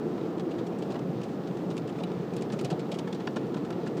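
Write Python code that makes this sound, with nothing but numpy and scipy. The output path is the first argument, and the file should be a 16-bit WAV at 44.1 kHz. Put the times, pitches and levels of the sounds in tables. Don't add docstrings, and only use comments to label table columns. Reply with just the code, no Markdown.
import sys
import numpy as np
from scipy import signal
from scipy.fft import rfft, irfft
from scipy.io import wavfile
from scipy.ndimage import uniform_filter1d

SR = 44100
rng = np.random.default_rng(int(sys.argv[2]) if len(sys.argv) > 2 else 0)


def generate_wav(signal):
    frames = np.transpose(np.atleast_2d(signal))
    scaled = np.clip(frames, -1, 1) * 32767
    pcm = np.round(scaled).astype(np.int16)
    wavfile.write(sys.argv[1], SR, pcm)


N = 176400
HALF_WINDOW_S = .04


def undb(db):
    return 10 ** (np.asarray(db) / 20)


def level(x, db):
    return x * undb(db) / np.sqrt(np.mean(x ** 2) + 1e-20)


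def envelope(points):
    return undb(np.interp(np.arange(N) / SR, *np.array(points).T))


def walk(rate_hz):
    hold = int(SR / rate_hz)
    steps = np.repeat(rng.standard_normal(N // hold + 1), hold)
    smooth = uniform_filter1d(uniform_filter1d(steps, hold), hold)[:N]
    return smooth / smooth.std()


def noise(points, flicker_db, flicker_hz):
    octave = np.log2(np.maximum(np.arange(N // 2 + 1) * SR / N, 1))
    hz, db = np.array(points, float).T
    shape = undb(np.interp(octave, np.log2(hz), db, left=-200, right=-200))
    spectrum = rfft(rng.standard_normal(N)) * shape
    centres = np.arange(np.floor(np.log2(hz[0])), np.log2(hz[-1]) + 1)
    bands = (irfft(spectrum * np.maximum(1 - abs(octave - c), 0), N) for c in centres)
    return sum(band * undb(flicker_db * walk(flicker_hz)) for band in bands)


def add(out, x, start_s):
    i = int(start_s * SR)
    a, b = max(i, 0), min(i + len(x), N)
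    if b > a:
        out[a:b] += x[a - i:b - i]


def bursts(spread_s, count, scatter_db=3.3):
    age = 5 * (np.arange(count) + rng.random(count)) / count
    size = age * np.exp(-age) * undb(scatter_db * rng.standard_normal(count))
    age = age - np.average(age, weights=size ** 2)
    return spread_s * age / np.sqrt(np.average(age ** 2, weights=size ** 2)), size


def cluster(grains, low_hz, high_hz, decay_cycles, per_burst):
    start_s, size = (np.repeat(v, per_burst)[:, None] for v in grains)
    hz = low_hz * (high_hz / low_hz) ** rng.random(start_s.shape)
    age = np.arange(int(5 * decay_cycles / low_hz * SR))
    turns = age / SR * hz
    shape = np.exp(-turns / decay_cycles) * (1 - np.exp(-2 * turns))
    rings = size * rng.choice([-1, 1], start_s.shape) * shape * np.sin(2 * np.pi * turns)
    index = np.maximum((start_s + HALF_WINDOW_S) * SR, 0).astype(int) + age
    width = int(2 * HALF_WINDOW_S * SR)
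    x = np.bincount(index.ravel(), rings.ravel(), width)[:width]
    return x / np.sqrt(np.sum(x ** 2) / SR + 1e-20)


def whine(tone_hz=15000, flips_per_s=60):
    t = np.arange(N) / SR
    polarity = uniform_filter1d(np.sign(np.sin(np.pi * flips_per_s * t)), size=64)
    return level(polarity * np.sin(2 * np.pi * tone_hz * t), db=-76)


def spray():
    # frequency in Hz, relative density in dB.
    spectrum = [(1120, -23), (1900, 4), (3540, 0.5), (7680, -11.5), (9400, -17.5), (13100, -20.5),
                (14200, -27), (15500, -25)]
    return level(noise(spectrum, flicker_db=1, flicker_hz=20), db=-58.5)


def rumble(bass_hz=219, swell_db=-.21):
    # frequency in Hz, relative density in dB.
    spectrum = [(15, -64), (25, -32), (59, -39), (75, -25.5), (128, -3), (178, 2.5), (234, -1.5), (350, -1),
                (461, -2.5), (564, -14.5), (730, -13.5), (961, -21), (1360, -23), (1580, -29.5),
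                (1760, -29), (2000, -38), (2600, -53), (4400, -120)]
    # time in seconds, bass gain in dB.
    bass_gain = [(0, 0), (.7, -1), (1.1, 1), (1.3, -0.5), (1.5, -1), (1.9, 0.5), (2.2, 1), (2.5, -1),
                 (2.9, -1.5), (3.4, -0.5), (4, -0.5)]
    broad = level(noise(spectrum, flicker_db=-.8, flicker_hz=9.27), db=-33)
    broad *= undb(swell_db * walk(rate_hz=1.96))
    bass = signal.sosfiltfilt(signal.butter(4, bass_hz, fs=SR, output="sos"), broad)
    return broad + bass * (envelope(bass_gain) - 1)


def drone(centre_hz=340, edge_ratio=1.14):
    # time in seconds, level in dB.
    levels = [(0, -42), (.25, -36), (.6, -39.5), (1, -45.5), (1.5, -54), (4, -51)]
    band = [(centre_hz / edge_ratio, -10), (centre_hz, 0), (centre_hz * edge_ratio, -10)]
    return level(noise(band, flicker_db=0, flicker_hz=2), db=0) * envelope(levels)


def motor_hum(shaft_hz=59.2, wander=.002034, waver_db=1.5):
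    orders = [1, 2, 3, 5, 6, 8, 9]
    levels_db = [-70.5, -64, -47, -52, -50.5, -53.5, -53]
    shaft_rad = 2 * np.pi * np.cumsum(shaft_hz * (1 + wander * walk(rate_hz=3))) / SR
    out = np.zeros(N)
    for order, db in zip(orders, levels_db):
        line = np.sin(order * shaft_rad + 2 * np.pi * rng.random())
        out += level(line * undb(waver_db * walk(rate_hz=3.69)), db)
    return out


def churn():
    # frequency in Hz, relative density in dB.
    spectrum = [(470, -14), (560, 2.5), (740, -1), (1000, -8.5), (1400, -17.5)]
    # time in seconds, level in dB.
    surges = [(0, -52), (.45, -49), (.56, -46.5), (.66, -51), (.72, -40), (.78, -54.5), (.86, -47.5),
              (1, -46.5), (1.1, -52.5), (1.31, -46), (1.42, -50), (1.7, -46.5), (1.93, -54), (2.01, -43),
              (2.1, -52.5), (2.7, -46.5), (3.3, -51.5), (4, -48)]
    return level(noise(spectrum, flicker_db=2.5, flicker_hz=29.9), db=0) * envelope(surges)


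def booms(length_s=.0186, boom_cycles=1.53, knock_hz=658, knock_cycles=2.73):
    # centre in seconds, boom pitch in Hz, boom level in dB, knock level in dB.
    swells = [(0.467, 327, -25, -60), (0.828, 400, -24, -43), (0.972, 335, -28, -43),
              (1.102, 152, -26, -57), (1.508, 180, -26, -54), (2.543, 173, -27, -41.5),
              (2.654, 141, -27, -37), (2.728, 169, -22.5, -36), (2.929, 197, -30.5, -40),
              (3.278, 199, -27, -40), (3.369, 209, -25, -38.5), (3.563, 197, -25.5, -45)]
    out, t = np.zeros(N), np.arange(-HALF_WINDOW_S, HALF_WINDOW_S, 1 / SR)
    lead_s = .5 * knock_cycles / knock_hz
    for at_s, hz, boom_db, knock_db in swells:
        boom = np.exp(-(hz * t / boom_cycles) ** 2) * np.cos(2 * np.pi * hz * t)
        grains = bursts(length_s / 4, count=8)
        knock = cluster(grains, knock_hz / 1.25, knock_hz * 1.29, knock_cycles, per_burst=2)
        add(out, undb(boom_db) * boom, at_s - HALF_WINDOW_S)
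        add(out, undb(knock_db) * np.sqrt(length_s) * knock, at_s - HALF_WINDOW_S - lead_s)
    return out


def cabin(x, t60_s=.06, tail_db=-10):
    t = np.arange(SR // 10) / SR
    tail = rng.standard_normal(len(t)) * np.exp(-np.log(1000) * t / t60_s) * (t > .002)
    return x + undb(tail_db) * signal.fftconvolve(x, tail / np.sqrt(np.sum(tail ** 2)))[:N]


def patter(candidates=400, scatter_db=2):
    # time in seconds, drops per second (capped by the supply of candidates).
    rates = [(0, 35), (.9, 77), (1.4, 30), (2.2, 35), (2.6, 110), (3.4, 27), (4, 53)]
    out = np.zeros(N)
    draws, sizes = rng.random((candidates, 2)), rng.standard_normal(candidates)
    for (place, chance), size in zip(draws, sizes):
        at_s = place * N / SR
        grains = bursts(spread_s=.004, count=5)
        drop = cluster(grains, low_hz=1486, high_hz=5650, decay_cycles=1.5, per_burst=2)
        if chance * candidates < np.interp(at_s, *np.array(rates).T) * N / SR:
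            add(out, drop * undb(scatter_db * min(size, 1.5)), at_s - HALF_WINDOW_S)
    return level(out, db=-66.5)


def taps():
    # time in seconds, strength in dB, contact in seconds.
    drops = [(3.2746, -36, .004), (3.368, -41.5, 0.0051)]
    # mode frequency in Hz, relative level in dB, T60 in seconds.
    modes = [(1020, 1.5, 0.034), (1424, 1, 0.029), (1730, 0, 0.026), (2850, -2.5, 0.015),
             (3670, -5.5, 0.023), (4590, -12, 0.012), (5570, -10, 0.012)]
    out, t = np.zeros(N), np.arange(SR // 10) / SR
    for at_s, strength_db, contact_s in drops:
        push = np.sin(np.pi / 2 * np.minimum(t / contact_s, 1))
        free_s = np.maximum(t - contact_s, 0)
        ring = np.zeros(len(t))
        for hz, db, t60_s in modes:
            decay = np.exp(-np.log(1000) * free_s / t60_s)
            ring += undb(db) * decay * np.sin(2 * np.pi * (hz * t + rng.random()))
        add(out, undb(strength_db) * push * ring, at_s - contact_s / 2)
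    return out


def bubbles(rise_cycles=2.5, decay_cycles=11, glide_per_s=5):
    # start in seconds, starting pitch in Hz, gain in dB.
    pops = [(0.211, 3200, -49), (0.515, 2690, -47), (0.59, 3320, -43), (0.823, 3020, -42.5),
            (0.921, 3950, -42), (0.953, 1890, -42), (0.959, 2800, -43), (1.781, 3550, -41),
            (1.897, 3100, -43), (2.037, 2840, -36.5), (2.037, 3800, -35), (2.65, 2580, -39),
            (2.657, 3870, -38), (2.729, 3870, -43), (3.129, 3500, -36)]
    out, t = np.zeros(N), np.arange(SR // 25) / SR
    for start_s, hz, db in pops:
        turns = hz * t * (1 + glide_per_s * t / 2)
        shape = (1 - np.exp(-turns / rise_cycles)) * np.exp(-turns / decay_cycles)
        add(out, undb(db) * shape * np.sin(2 * np.pi * turns), start_s)
    return out


def snaps(length_s=.004):
    # centre in seconds, level in dB.
    tears = [(1.781, -59), (2.038, -54), (2.367, -50), (2.592, -57), (2.614, -52), (2.648, -54.5),
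             (2.921, -59), (2.989, -55), (3.706, -61)]
    out = np.zeros(N)
    for at_s, db in tears:
        grains = bursts(length_s / 4, count=12)
        crack = cluster(grains, low_hz=4500, high_hz=14000, decay_cycles=4, per_burst=3)
        add(out, undb(db) * np.sqrt(length_s) * crack, at_s - HALF_WINDOW_S)
    return out


def splats(snap_over_fizz_db=-22):
    # centre in seconds, length in seconds, then body, splash and fizz in dB before trim.
    hits = [(0.182, 0.013, -46, -55, -73), (0.214, 0.0063, -50, -53, -72), (0.383, 0.009, -56, -55, -64),
            (0.401, 0.014, -46, -49, -60), (0.517, 0.018, -61, -50.5, -65), (0.592, 0.019, -45, -51, -64),
            (0.671, 0.015, -56, -53, -59), (0.791, 0.014, -52, -61, -61), (0.826, 0.0091, -52, -47, -58.5),
            (0.91, 0.016, -49, -50.5, -62), (0.923, 0.0092, -50, -51, -58), (0.946, 0.014, -44, -52, -66),
            (0.96, 0.014, -45, -51, -67), (0.994, 0.0077, -54, -53, -59.5), (1.217, 0.0075, -46, -49, -60),
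            (1.239, 0.016, -53, -49.5, -58.5), (1.476, 0.011, -55, -51.5, -62),
            (1.572, 0.0072, -44, -53, -60.5), (1.71, 0.019, -49, -48.5, -60),
            (1.769, 0.0052, -48, -46, -54), (1.78, 0.0079, -55, -42, -52), (1.881, 0.017, -57, -53, -62),
            (1.895, 0.015, -55, -52, -62), (1.99, 0.015, -48, -52.5, -63), (2.005, 0.011, -53, -50, -68),
            (2.037, 0.007, -57, -42.5, -55.5), (2.119, 0.0071, -60, -49, -66),
            (2.339, 0.0095, -57, -54, -58), (2.368, 0.0082, -49, -47, -54.5),
            (2.385, 0.016, -62, -50.5, -68), (2.413, 0.006, -52, -51, -60), (2.424, 0.007, -41.5, -45, -51),
            (2.503, 0.0065, -39, -47, -66), (2.526, 0.012, -46, -46, -53), (2.538, 0.013, -41.5, -50, -58),
            (2.595, 0.013, -52, -43, -54), (2.613, 0.0061, -39, -50, -52.5), (2.64, 0.0055, -56, -49, -73),
            (2.651, 0.013, -47, -41, -47.5), (2.709, 0.017, -40.5, -42.5, -52.5),
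            (2.73, 0.014, -58, -52, -67), (2.799, 0.016, -51, -48.5, -58), (2.921, 0.011, -50, -40.5, -52),
            (2.928, 0.0076, -53, -47, -57), (2.947, 0.017, -58, -47, -57),
            (2.991, 0.0094, -42, -40.5, -48.5), (3.079, 0.014, -40, -50.5, -63),
            (3.13, 0.0091, -43, -43.5, -53), (3.15, 0.01, -56, -49, -58), (3.207, 0.019, -43, -52.5, -64),
            (3.274, 0.0056, -43, -37, -55.5), (3.366, 0.015, -36.5, -44, -54.5),
            (3.546, 0.0074, -38, -47, -57), (3.572, 0.021, -45, -52, -64), (3.652, 0.012, -44, -51.5, -63),
            (3.707, 0.007, -36.5, -46, -57), (3.729, 0.011, -47, -49.5, -71), (3.867, 0.011, -40, -53, -61),
            (3.876, 0.0087, -45, -46.5, -57.5), (3.979, 0.025, -45, -52.5, -61)]
    # low and high edge in Hz, decay in cycles, trim in dB.
    registers = [(826, 2025, 3.6, -6), (2300, 4960, 2.35, -3), (5200, 8000, 1.37, 0)]
    out = np.zeros(N)
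    for at_s, length_s, *levels_db in hits:
        grains = bursts(spread_s=.29 * length_s, count=70)
        splat = sum(undb(db + trim_db) * cluster(grains, low_hz, high_hz, cycles, per_burst=2)
                    for db, (low_hz, high_hz, cycles, trim_db) in zip(levels_db, registers))
        snap = cluster(grains, low_hz=9000, high_hz=12500, decay_cycles=4, per_burst=1)
        splat += undb(levels_db[2] + snap_over_fizz_db) * snap
        add(out, np.sqrt(length_s) * splat, at_s - HALF_WINDOW_S)
    return out


def scene():
    direct = spray() + rumble() + drone() + motor_hum() + whine() + booms() + churn()
    pane = splats() + snaps() + bubbles() + taps() + patter()
    return (direct + cabin(pane))[None]


def record(dry, top_hz=15700):
    return signal.sosfilt(signal.ellip(10, .1, 80, top_hz, fs=SR, output="sos"), dry)


dry = scene()
out = record(dry)
generate_wav(out)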